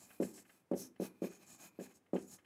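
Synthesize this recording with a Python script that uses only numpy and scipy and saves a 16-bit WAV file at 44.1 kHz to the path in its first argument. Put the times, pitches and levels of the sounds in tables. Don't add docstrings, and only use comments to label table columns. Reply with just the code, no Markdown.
import sys
import numpy as np
from scipy import signal
from scipy.fft import rfft, irfft
from scipy.io import wavfile

SR = 44100
rng = np.random.default_rng(int(sys.argv[2]) if len(sys.argv) > 2 else 0)


def to_wav(s):
    ch = np.atleast_2d(s).T
    pcm = np.round(np.clip(ch, -1, 1) * 32767)
    wavfile.write(sys.argv[1], SR, pcm.astype(np.int16))


N = 108045

# frequency in Hz, level in dB.
FELT_HISS = [(200, 0), (1500, -26), (3000, -21.5), (4200, -14), (5300, -9), (7500, -5), (9000, -6),
             (12000, -6), (14000, -12), (15700, -14)]


def amp(db):
    return 10 ** (np.asarray(db) / 20)


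def unit(x):
    return x / np.sqrt(np.mean(x ** 2) + 1e-20)


def curve_at(points, hz):
    point_hz, value = np.transpose(points)
    return np.interp(np.log(hz + 1), np.log(point_hz + 1), value)


def add(mix, start_s, sound):
    at = round(start_s * SR)
    sound = sound[max(-at, 0):]
    part = mix[max(at, 0):][:len(sound)]
    part += sound[:len(part)]


def colour(noise, spectrum):
    hz = np.fft.rfftfreq(len(noise), 1 / SR)
    return unit(irfft(rfft(noise) * amp(curve_at(spectrum, hz)), len(noise)))


def butter(x, hz, kind, order):
    return signal.sosfilt(signal.butter(order, hz, kind, fs=SR, output="sos"), x)


def wander(seconds):
    return unit(butter(rng.standard_normal(SR // 2), 1 / (2 * seconds), "low", order=2))


def slips():
    n = SR // 2
    slips_per_s, flutter_db = 16000, 1.42
    size_db = rng.exponential(1, n) + flutter_db * wander(seconds=0.01)
    return amp(size_db) * rng.standard_normal(n) * (rng.random(n) < slips_per_s / SR)


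def ringing(tone_hz, width_hz):
    hz = np.fft.rfftfreq(SR // 2, 1 / SR)
    return unit(irfft(rfft(slips()) / (1 + 2j * (hz - tone_hz) / width_hz) ** 2))


def slip_burst(spectrum, level_db, rise_s, t60_s):
    t = np.arange(SR // 2) / SR
    attack = np.minimum(t / rise_s, 1)
    decay_db = 60 * np.maximum(t - rise_s, 0) / t60_s
    return colour(slips(), spectrum) * attack * amp(level_db - decay_db)


def stroke(length_s, level_db, tip_hz, tip_db, treble_db, rasp_db):
    # frequency in Hz, level in dB.
    rasp_spectrum = [(100, -9.5), (190, 6.5), (320, 0), (500, -5.5), (900, -1.5), (1500, -8), (2100, -10),
                     (2900, -12), (4000, -10.5), (8000, -19.5)]
    treble_hz, pressure_smear = 9900, 0.017
    progress = np.arange(0, length_s, 1 / SR) / length_s
    speed = abs(np.sin(np.pi * progress ** 0.92))
    hz = np.fft.rfftfreq(SR // 2, 1 / SR)
    felt = colour(slips(), FELT_HISS)
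    treble = irfft(rfft(felt) / (1 + (treble_hz / (hz + 1)) ** 10))
    rasp = colour(slips(), rasp_spectrum)
    rasp += amp(-4 + 0.6 * rasp_db) * ringing(2420, width_hz=170)
    tip = ringing(tip_hz, width_hz=950 + pressure_smear * tip_hz)
    body = felt - treble + amp(tip_db) * tip + amp(rasp_db) * rasp
    n = len(speed)
    return amp(level_db) * (speed ** 1.1 * body[:n] + amp(treble_db) * speed * treble[:n])


def ventilation():
    # frequency in Hz, level in dB.
    air_spectrum = [(20, -42), (45, -52), (90, 3.5), (180, -3), (330, -1), (500, -4), (900, -10.5),
                    (2000, -16), (4000, -25), (11000, -26.5), (15000, -31)]
    return amp(-77) * colour(rng.standard_normal(N), air_spectrum)


def scuff(level_db):
    # frequency in Hz, level in dB.
    scuff_spectrum = [(300, -5), (900, -8.5), (1500, -2.5), (2000, -2.5), (2900, -7.5), (4000, -21),
                      (9000, -29.5)]
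    return slip_burst(scuff_spectrum, level_db, rise_s=0.007, t60_s=0.07)


def board_knock(level_db, hardness_hz, place):
    # frequency in Hz, level in dB, time to fall 60 dB in seconds.
    modes = [(77, -41.5, 0.25), (121.97, -31.5, 0.21), (188.5, -5.5, 0.067), (213, -37, 0.068),
             (250, -6.5, 0.11), (301.6, -11.5, 0.11), (345.2, -13, 0.084), (386.4, -21.5, 0.15),
             (464, -19.5, 0.13), (528, -12, 0.056), (566.1, 0, 0.057), (662, -24, 0.097), (701, -44, 0.04)]
    # delay in seconds, gain.
    reflections = [(.0092, 0.64), (0.0185, -0.21), (.0215, 1), (0.027, 0.69), (.032, 0.33), (0.049, -0.31)]
    contact_peak_s, contact_cycles, mode_rise_s = 0.00375, 0.3, 0.021
    t = np.arange(SR // 2) / SR
    push = np.exp(-0.5 * ((t - contact_peak_s) * hardness_hz / contact_cycles) ** 2)
    thud = butter(push, 257.7, "high", order=4)
    thud *= amp(0.5) / abs(thud).max()
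    ring = np.zeros_like(t)
    for hz, mode_db, t60_s in modes:
        place_db = 4.5 * np.cos(place * np.sqrt(hz))
        ring += amp(mode_db + place_db - 60 * t / t60_s) * np.sin(2 * np.pi * hz * t)
    ring *= 1 - np.exp(-t / mode_rise_s)
    knock = thud.copy()
    add(knock, contact_peak_s, amp(6.5) * butter(ring, hardness_hz, "low", order=4))
    for delay_s, gain in reflections:
        add(knock, delay_s, gain * thud)
    return amp(level_db) * knock


def barrel_tock(knock_db):
    # frequency in Hz, level in dB.
    tock_spectrum = [(300, -3), (800, 5.5), (1200, 0), (1700, -9.5), (3000, -19), (8000, -33)]
    return slip_burst(tock_spectrum, knock_db - 29.5, rise_s=0.0047, t60_s=0.24)


def tip_click(level_db):
    return slip_burst(FELT_HISS, level_db, rise_s=0.0035, t60_s=0.05)


def squeak(length_s, top_hz, level_db):
    # pitch ratio, level in dB.
    partials = [(0.97, 3), (.93, 0), (0.36, -2), (1, -20)]
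    pitch_sag, pitch_jitter = 0.27, 0.014
    progress = np.arange(0, length_s, 1 / SR) / length_s
    arch_hz = top_hz * (1 - pitch_sag * (2 * progress - 1) ** 2)
    tones = np.zeros_like(progress)
    for ratio, partial_db in partials:
        hz = ratio * arch_hz * (1 + pitch_jitter * wander(seconds=0.0025)[:len(progress)])
        tones += amp(partial_db) * np.sin(2 * np.pi * np.cumsum(hz) / SR)
    return amp(level_db) * np.sin(np.pi * progress) * tones


def room(sound):
    # frequency in Hz, level in dB.
    tail_spectrum = [(60, -15), (170, 7), (330, 5.5), (550, -2.5), (900, 5), (3000, 2.5), (15000, 2.5)]
    # frequency in Hz, time to fall 60 dB in seconds.
    decay_times = [(100, 0.24), (300, 0.5), (600, 0.37), (1500, 0.36), (4000, 0.19), (12000, 0.19)]
    onset_s = 0.018
    hz, t, noise = signal.stft(rng.standard_normal(SR), SR, nperseg=256)
    tail_db = curve_at(tail_spectrum, hz)[:, None] - 60 * t / curve_at(decay_times, hz)[:, None]
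    _, tail = signal.istft(noise * amp(tail_db), SR, nperseg=256)
    tail *= np.minimum(np.arange(len(tail)) / SR / onset_s, 1) ** 2
    return signal.fftconvolve(sound, tail / np.linalg.norm(tail))[:N]


def scene():
    # start in seconds, level in dB, hardness in Hz,
    # click level in dB, room send in dB, place on the board in radians per root Hz.
    landings = [(.1985, -24, 570, -65, -20, 0.69), (0.7114, -25, 610, -71, -17, 0.82),
                (0.9964, -28.5, 585, -85, -20, .92), (1.2172, -28, 558, -69, -20.5, .96),
                (1.7861, -36, 599, -84, -16.5, 0.968), (2.1304, -24, 671.6, -90, -19.5, 0.87)]
    # start in seconds, length in seconds, level in dB, tip resonance in Hz,
    # then the relative levels of that resonance, the treble and the board rasp in dB.
    strokes = [(-.03, 0.12, -63.5, 7250, -3.5, -3.5, -5), (0.042, .18, -71.5, 7240, -11, 7.5, 2),
               (0.204, 0.081, -56, 7500, -6, -1, -7), (0.243, 0.099, -64, 7400, -5.5, -0.5, -7),
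               (0.32, 0.12, -58.5, 7760, -8, -5.5, -10), (0.435, 0.2, -75.5, 8000, -13, 2.5, 0.5),
               (0.726, 0.18, -71.5, 6400, -13, 8, -4), (0.748, 0.14, -55, 5900, -3, -3, -11),
               (0.772, 0.074, -59.5, 6040, 0, 7, -18), (0.994, .10, -58.5, 6000, -5.5, 3.5, 2),
               (1.086, 0.21, -87.5, 6540, -18, 5, 6.5), (1.214, 0.08, -63, 6600, -4, -0.5, 4.5),
               (1.27, 0.13, -67.5, 6640, -1, -4, -0.5), (1.385, 0.087, -69.5, 6560, -12, -9, 2),
               (1.452, 0.14, -61, 7080, -2.5, -6, -5), (1.574, 0.13, -62.5, 6920, 1, 2.5, 1),
               (1.705, 0.18, -90.5, 6800, -10, 7, 11), (1.788, 0.1, -63.5, 7000, -3.5, -2, 0),
               (1.875, 0.071, -76, 6800, -1, 2, 3.5), (1.934, 0.06, -68.5, 6550, -6.5, -7, -10.5),
               (2.137, 0.029, -68.5, 7150, 1, -2, 1), (2.158, 0.12, -64, 6840, -7, -7, -24),
               (2.255, 0.096, -69, 7040, 2.5, 3, -7.5), (2.298, 0.079, -56.5, 6710, -6, -5, -11)]
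    # midpoint in seconds, length in seconds, top of the pitch arch in Hz, level in dB.
    squeaks = [(1.051, 0.15, 13400, -76), (1.259, 0.081, 14740, -69), (1.414, 0.096, 15000, -81),
               (1.525, .10, 15200, -88), (1.658, 0.068, 14360, -72), (1.814, .10, 14400, -80)]
    # start in seconds, level in dB.
    scuffs = [(0.101, -59), (0.225, -51), (0.375, -60.5), (.449, -67.5), (.491, -63.5), (0.73, -62.5),
              (0.957, -67), (1.032, -58.5), (1.231, -58.5), (1.316, -62.5), (1.793, -61), (1.857, -64.5),
              (1.906, -70.5), (2.057, -73.5), (2.157, -48.5), (2.185, -64), (2.382, -64.5), (2.443, -65)]
    # delay in seconds, gain.
    near_reflections = [(.00085, -0.25), (.0021, -0.37), (.0037, -0.011), (.0064, 0.0094), (.0092, -0.011)]
    board, rubbing = np.zeros((2, N))
    for start_s, level_db, hardness_hz, click_db, room_db, place in landings:
        knock = board_knock(level_db, hardness_hz, place)
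        add(board, start_s, knock)
        add(board, start_s, amp(room_db) * room(knock))
        add(board, start_s, barrel_tock(level_db))
        add(rubbing, start_s, tip_click(click_db))
    for start_s, *gesture in strokes:
        add(rubbing, start_s, stroke(*gesture))
    for middle_s, length_s, top_hz, level_db in squeaks:
        add(rubbing, middle_s - length_s / 2, squeak(length_s, top_hz, level_db))
    for start_s, level_db in scuffs:
        add(rubbing, start_s, scuff(level_db))
    reflected = room(amp(-14.5) * rubbing)
    for delay_s, gain in near_reflections:
        add(reflected, delay_s, gain * rubbing)
    return (board + rubbing + reflected + ventilation())[None]


def record(dry):
    low_cut_hz, high_cut_hz = 65, 15750
    thinned = butter(dry, low_cut_hz, "high", order=2)
    band_limit = signal.firwin(511, high_cut_hz, window=("kaiser", 9), fs=SR)
    return signal.oaconvolve(thinned, band_limit[None], "same")


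dry = scene()
out = record(dry)
to_wav(out)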